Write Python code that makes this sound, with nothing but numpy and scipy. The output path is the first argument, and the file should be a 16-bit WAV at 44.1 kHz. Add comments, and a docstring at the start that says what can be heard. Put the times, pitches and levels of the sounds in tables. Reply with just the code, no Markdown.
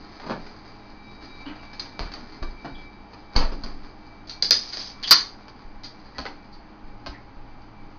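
"""A small kitchen, where a man takes a beer can from the fridge. Bottles knock in the racks and the door
shuts with a thump of displaced air; the tab clicks, gas hisses out as a turbulent jet and the lid cracks
open. Each impact excites the modes of the struck body, then the room. Clothes rustle, the compressor
hums and the fridge whines. Across the room, a small camera microphone with a sharp treble resonance
picks it all up and clips on the loudest peaks."""
import sys
import numpy as np
from scipy import signal
from scipy.fft import rfft, irfft, next_fast_len
from scipy.io import wavfile
from scipy.ndimage import uniform_filter1d

SR = 44100
rng = np.random.default_rng(int(sys.argv[2]) if len(sys.argv) > 2 else 0)


def put_to_file(sound):
    """Save the sound as 16-bit audio at rate SR, in the file named by the first command-line argument."""
    columns = np.atleast_2d(sound).T  # one column per channel
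    safe = np.clip(columns, -1, 1)
    whole_steps = np.round(safe * 32767)
    wavfile.write(sys.argv[1], SR, whole_steps.astype(np.int16))


N = 351918
TIME = np.arange(N) / SR
RING = np.arange(int(.8 * SR)) / SR  # t/s within one event


def beer_can():
    """Impact and fracture: the tab clicks, the scored lid splits and tears open, and the can resonates."""
    # fingers and tab on the can: t/s, clatter time/s, level/dB, brightness/(dB per band), hollowness/dB
    touches = [(4.272, .026, -59.5, 2.5, -1), (4.295, 0.014, -49.5, 3.5, -1.5),
               (4.424, .005, -37.5, 4.5, -5), (4.726, .022, -47, 3.5, 0.5), (4.771, .002, -48, -0.5, -1.5),
               (5.028, 0.0058, -51, 2.5, -0.5), (5.034, .01, -46.5, 5.5, 5.5), (5.074, 0.024, -42, 5, 0),
               (5.835, .024, -51, 3, 0)]
    # the lid splits in two quick steps; same columns
    splits = [(4.508, .006, -29.5, 5, -3), (4.516, 0.031, -36, 3.4, -3.5)]
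    # the lid tears open with a pop; same columns
    pop = [(5.109, 0.02, -21, 4.7, 4.3)]
    # modes of the can: f/Hz, level/dB, T60/s
    modes = [(1070, -6.5, 0.065), (1230, -7, 0.056), (1250, -2.5, 0.033), (1422, -3.5, .08),
             (1481, 9, 0.21), (2120, -11, .07), (3970, -3.5, 0.22), (4470, -11.5, 0.081)]
    # spectrum of the touches and splits: low f/Hz, high f/Hz, gain/dB
    bands = [(100, 970, 0.0017), (850, 1800, 0), (1760, 3500, 0), (3500, 9000, 0)]
    # spectrum of the pop; same columns
    pop_bands = [(100, 1050, 2), (1110, 1800, 3), (1800, 3500, -2), (3660, 9000, 2.5)]
    return (impacts(touches, bands, modes, ring_db=-25, contacts_per_s=2500, first_db=3, direct_db=-1)
            + impacts(splits, bands, modes, ring_db=-25, contacts_per_s=2500, first_db=4, direct_db=3)
            + impacts(pop, pop_bands, modes, ring_db=-26, contacts_per_s=6000, first_db=5, direct_db=4))


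def gas_jet():
    """Turbulent jet noise: gas escapes through the lid in two spurts, then leaks, sputtering on foam."""
    # spectrum of the jet: f/Hz, level/dB
    spectrum = [(200, -21.5), (800, -7), (2700, -5.5), (3800, -3.5), (4400, -10), (4750, -1.5),
                (5020, -2.5), (5500, -1.5), (6100, -3.5), (8000, -5.5)]
    # spurts as the tab bites and as the lid splits: t/s, level/dB
    spurts = [(4.425, -32), (4.508, -28)]
    leak_start_s, leak_end_s, ramp_s = 4.53, 4.94, .055
    attack_s, decay_s = .0063, .019
    flow = undb(-47.5 + 7 * bump(4.795, .035))  # the leak swells as the tab lifts further
    flow *= np.clip(np.minimum(TIME - leak_start_s, leak_end_s - TIME) / ramp_s, 0, 1)
    for s, db in spurts:
        add(flow, s, undb(db) * np.minimum(RING / attack_s, 1) * np.exp(-RING / decay_s))
    jet = unit(colour(rng.standard_normal(N), spectrum))
    sputter = undb(3.5 * walk(250))
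    return kitchen(jet * sputter * flow, direct_db=3)


def fridge_knocks():
    """Impact excitation: bottles, racks and handled things knock and set the fridge door ringing."""
    # knocks: t/s, clatter time/s, level/dB, brightness/(dB per band), hollowness/dB
    knocks = [(.232, 0.067, -56, -12.5, 10), (.264, .03, -46.5, -7, -1), (.297, 0.023, -38, -8.5, 3.5),
              (.465, 0.013, -59.5, 3.5, 12), (1.458, 0.071, -55.5, -0.5, 16.5), (1.732, 0.021, -57, 4, 9),
              (1.796, 0.011, -51, 8, 6.5), (1.993, 0.0032, -40, -2.7, 3.5), (2.118, 0.0052, -53.5, 1, 6),
              (2.138, 0.0036, -49, 0.2, 2.5), (2.427, 0.0091, -45, -5.5, 1.5),
              (2.646, 0.02, -44.5, -8.5, 3.5), (3.133, .013, -55, -3, 4.5), (3.354, 0.034, -42, -7.5, 0.5),
              (3.362, 0.017, -31, -1.5, 1), (3.408, 0.05, -40.5, -5.5, 7.5), (3.519, 0.021, -48, -6, -1),
              (3.637, 0.017, -46, -4.5, -5), (5.482, 0.0045, -53.5, -4, 0.5),
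              (6.183, 0.012, -40, -3.5, 2.5), (6.254, 0.0062, -44.5, -4.5, 6),
              (6.265, 0.0053, -49, -1.5, 7), (7.062, 0.011, -43, -2.5, 4)]
    # modes of the door: f/Hz, level/dB, T60/s
    modes = [(286.1, 8, 0.36), (830, -8, 0.27), (931, 1.5, 0.25), (1200, 2.5, 0.031), (1486, -7, 0.15),
             (1775, -13, 0.22)]
    # spectrum of a knock: low f/Hz, high f/Hz, gain/dB
    bands = [(139, 397, -3), (537, 1285, 0.53), (1510, 2960, -1.6), (2780, 11800, 1.7)]
    # things shift faintly in the racks at random moments while he rummages
    jostles = [(.1 + 2.4 * when, .02, -54.5 - 6 * softness, -1.5, 8)
               for when, softness in rng.random((8, 2))]
    return impacts(knocks + jostles, bands, modes,
                   ring_db=-21, contacts_per_s=1800, first_db=6, direct_db=-1)


def thumps():
    """Damped oscillation of air pushed by the door and by steps; the lower it is, the longer it lasts."""
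    # pushes of air: t/s, lowest f/Hz, level/dB
    pushes = [(0.348, 11, -35.5), (2.007, 34, -19), (2.421, 24, -17), (2.72, 20, -28), (3.362, 19, -3.5),
              (3.639, 16, -19), (5.651, 15, -28), (6.19, 60, -29), (6.84, 15, -28), (7.088, 52.4, -26),
              (7.37, 22, -27.5)]
    # modes of each thump: ratio to lowest f, level/dB, decay/cycles
    modes = [(1, -0.5, 1.6), (1.55, -15, 3), (2.2, -16, 5.2), (3.3, -24.5, 3.2)]
    out = np.zeros(N)
    for s, hz, db in pushes:
        for ratio, mode_db, decay_cycles in modes:
            cycles = hz * ratio * RING
            add(out, s, undb(db + mode_db) * np.sin(2 * np.pi * cycles) * np.exp(-cycles / decay_cycles))
    return out


def clinks():
    """Free vibration of glass and metal, quickly damped by the racks or the hand."""
    # bottles or the can touch something: t/s, f/Hz, level/dB, T60/s
    touches = [(1.798, 4810, -47.5, 0.036), (1.798, 4150, -47, 0.054), (2.139, 4560, -51.5, 0.03),
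               (3.363, 4410, -41.5, 0.029), (3.365, 4666, -41, 0.031), (3.636, 4280, -49.5, 0.015),
               (6.263, 2022, -34.5, .02)]
    out = np.zeros(N)
    for s, hz, db, t60 in touches:
        add(out, s, damped_mode(hz, db, t60))
    return kitchen(out, direct_db=8.5)


def squeaks():
    """Stick-slip friction: soles, hinge and fingers each rub briefly at one resonance."""
    # rubs: t/s, f/Hz, level/dB, duration/s, half bandwidth as a fraction of f
    rubs = [(1.45, 279, -33, 0.051, 0.065), (1.453, 2980, -41.5, 0.028, 0.045),
            (1.58, 2760, -55, .035, 0.044), (2.747, 3260, -46.5, .02, .04),
            (5.035, 3050, -30, 0.021, 0.073), (6.141, 1810, -47.5, .03, 0.042),
            (6.514, 4500, -62, 0.037, 0.21), (7.123, 2030, -47, 0.035, 0.099)]
    out = np.zeros(N)
    for s, hz, db, length_s, width in rubs:
        rub = unit(band(rng.standard_normal(len(RING)), hz * (1 - width), hz * (1 + width), order=2))
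        arch = np.sin(np.pi * np.minimum(RING / length_s, 1))
        add(out, s, undb(db) * kitchen(rub * arch, direct_db=-6))
    return out


def rustle(ticks_per_s=600, still_db=-66.5):
    """Shot noise: clothes and packaging give many faint, uneven ticks that swell with each movement."""
    # movements: middle t/s, half duration/s, level/dB
    moves = [(.1, 0.79, -56.5), (1.207, 0.38, -61.5), (2.203, 0.58, -54), (3.644, 0.3, -52.5),
             (5.197, 0.37, -58.5), (6.02, .22, -59)]
    # spectrum of the ticks: f/Hz, level/dB
    spectrum = [(80, -24), (280, 8.5), (550, -5), (1000, -2), (2000, -8), (3500, -16.5), (6500, -19.5),
                (9000, -35.5)]
    motion = undb(still_db) + sum(undb(db) * bump(s, half_s) for s, half_s, db in moves)
    ticks = impulses(N, ticks_per_s / SR) * undb(4 * walk(40))
    return kitchen(unit(colour(ticks, spectrum)) * motion, direct_db=-1)


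def compressor_hum():
    """Periodic motor vibration gives a line spectrum; the lines waver, and the second swells twice."""
    # compressor lines: f/Hz, level/dB
    lines = [(56.6, -56.5), (113.2, -58.5), (204.6, -58), (306.8, -59), (818.3, -61.5)]
    # swells of the second line: middle t/s, half duration/s, level/dB
    swells = [(1.14, 0.5, -54), (7.4, 0.51, -51)]
    swell = sum(undb(db) * bump(s, half_s) for s, half_s, db in swells)
    second_line = np.sqrt(2) * np.sin(2 * np.pi * lines[1][0] * TIME)
    return tones(lines, waver_db=3, drift_hz=2.2) + swell * second_line


def fridge_whine():
    """Amplitude modulation: a thin squeal catches and lets go at random as it builds and dies away."""
    # low pair of lines: f/Hz, relative level/dB
    low_lines = [(2326, 0), (2369, -13)]
    # upper lines, which die away faster; same columns
    high_lines = [(3833, 8), (4745, -3), (6282, -7)]
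    peak_s, door_shut_s = 1.2, 3.36
    rise_db_per_s, low_fall_db_per_s, high_fall_db_per_s = 7, 1.5, 2.5
    before, after = np.maximum(peak_s - TIME, 0), np.maximum(TIME - peak_s, 0)
    spells_db = 5.5 * np.tanh(2 * walk(14))
    muffle_db = -2.5 * (TIME > door_shut_s)
    shared_db = spells_db + muffle_db - rise_db_per_s * before
    low = undb(-59.5 - low_fall_db_per_s * after) * tones(low_lines, waver_db=3.2, drift_hz=9)
    high = undb(-80 - high_fall_db_per_s * after) * tones(high_lines, waver_db=3.2, drift_hz=12)
    return undb(shared_db) * (low + high)


def air_rush(rms_db=-41.5):
    """Stationary broadband noise: the steady rush of the fan and the room air."""
    # spectrum of the rush: f/Hz, relative spectral density/dB
    spectrum = [(6, -7), (16, 20.5), (40, -1.5), (80, -4.5), (150, -8), (270, -4), (400, -11.5), (560, -15),
                (850, -10), (1300, -17), (1900, -23.5), (3000, -28), (4500, -44.5), (6200, -41.5)]
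    return unit(colour(rng.standard_normal(N), spectrum)) * undb(rms_db)


def impacts(table, bands, modes, ring_db, contacts_per_s, first_db, direct_db):
    """Convolution: a first contact and a dying run of tiny ones ring the body and then the room."""
    body = sum(damped_mode(hz, db, t60) for hz, db, t60 in modes)
    body /= np.linalg.norm(body)
    steps = np.arange(len(bands)) - (len(bands) - 1) / 2  # band positions about the middle
    attack = int(.03 * SR)
    out = np.zeros(N)
    for s, clatter_s, level_db, bright_db, hollow_db in table:
        contacts = impulses(len(RING), contacts_per_s / SR) * np.exp(-(RING / clatter_s) ** 2)
        contacts[0] = undb(first_db)
        ringing = undb(ring_db) * signal.fftconvolve(contacts, body)[:len(RING)]
        sound = kitchen(contacts + ringing, direct_db)
        # a hard contact tilts the attack towards the treble, a hollow body arches it in the middle
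        for (lo_hz, hi_hz, db), step in zip(bands, steps):
            part = band(sound, lo_hz, hi_hz)
            colour_db = db + bright_db * step + hollow_db * (1 - abs(step))
            add(out, s, undb(level_db + colour_db) * part / np.std(part[:attack]))
    return out


def kitchen(x, direct_db, t60_s=.29, bass_t60_s=.86):
    """Reverberation: direct sound, separate early reflections that thicken, and a longer bass tail."""
    density = np.clip(.02 + (RING / .07) ** 2, 0, 1)
    echoes = impulses(len(RING), density) / np.sqrt(density)
    bass = band(rng.standard_normal(len(RING)), 55, 420, order=2)
    response = echoes * fade(t60_s) + undb(-9.5) * bass * fade(bass_t60_s)
    response /= np.linalg.norm(response)
    response[0] += undb(direct_db)
    return signal.fftconvolve(x, response)[:len(x)]


def tones(lines, waver_db, drift_hz):
    """Sinusoids (f/Hz, level/dB), each randomly modulated in level and frequency."""
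    out = np.zeros(N)
    for hz, db in lines:
        amplitude = np.sqrt(2) * undb(db + waver_db * walk(28))
        cycles = np.cumsum(hz + drift_hz * walk(40)) / SR
        out += amplitude * np.sin(2 * np.pi * cycles)
    return out


def colour(x, points):
    """Minimum-phase filter through (f/Hz, gain/dB) points, by folding the cepstrum."""
    size = next_fast_len(len(x) + SR // 2, real=True)
    hz, db = np.transpose(points)
    bin_hz = np.arange(size // 2 + 1) * SR / size
    gain = undb(np.interp(np.log(bin_hz + 1), np.log(hz), db))
    cepstrum = irfft(np.log(gain), size)
    cepstrum[1:size // 2] *= 2
    cepstrum[size // 2:] = 0
    return irfft(rfft(x, size) * np.exp(rfft(cepstrum)), size)[:len(x)]


def band(x, lo_hz, hi_hz, order=3):
    """Causal band-pass filter."""
    return signal.sosfilt(signal.butter(order, [lo_hz, hi_hz], "band", fs=SR, output="sos"), x)


def impulses(n, chance):
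    """Random impulse train with the given chance per sample."""
    return rng.standard_normal(n) * (rng.random(n) < chance)


def walk(rate_hz):
    """Smoothed random steps, spread near 1."""
    k = int(SR / rate_hz)
    steps = np.repeat(rng.standard_normal(N // k + 1), k)
    return uniform_filter1d(uniform_filter1d(steps, k), k)[:N]


def damped_mode(hz, db, t60):
    """Impulse response of one resonance."""
    return undb(db) * fade(t60) * np.sin(2 * np.pi * hz * RING)


def fade(t60):
    """Exponential decay by 60 dB in t60 seconds."""
    return np.exp(-np.log(1000) * RING / t60)


def bump(middle_s, half_s):
    """Bell-shaped envelope, peak 1."""
    return np.exp(-((TIME - middle_s) / half_s) ** 2)


def undb(db):
    """Decibels to amplitude ratio."""
    return 10 ** (np.asarray(db) / 20)


def unit(x):
    """Scale to rms 1."""
    return x / np.sqrt(np.mean(x ** 2))


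def add(out, s, x):
    """Superpose x from time s."""
    i = int(s * SR)
    out[i:i + len(x)] += x[:N - i]


def scene():
    """Superposition of all the sources in one channel."""
    events = fridge_knocks() + beer_can() + clinks() + thumps() + squeaks() + gas_jet()
    return (events + compressor_hum() + fridge_whine() + rustle() + air_rush())[None]


def record(dry, clip_level=.7, top_hz=15800):
    """Resonance and saturation: the microphone rings in the treble, passes little above, and clips."""
    # microphone response: f/Hz, gain/dB
    response = [(5, -18), (14, -4.5), (2400, 2), (2800, -2), (3600, 2.5), (4100, 9.5), (4350, 15.5),
                (4850, 15.5), (5200, 5.5), (5550, -1), (6050, 0.5), (6300, -1), (6600, -9), (7000, -31),
                (7600, -50.5)]
    clipped = np.clip(colour(dry[0], response), -clip_level, clip_level)
    low_pass = signal.ellip(8, .1, 60, top_hz, fs=SR, output="sos")
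    return signal.sosfiltfilt(low_pass, clipped)[None]


dry = scene()
out = record(dry)
put_to_file(out)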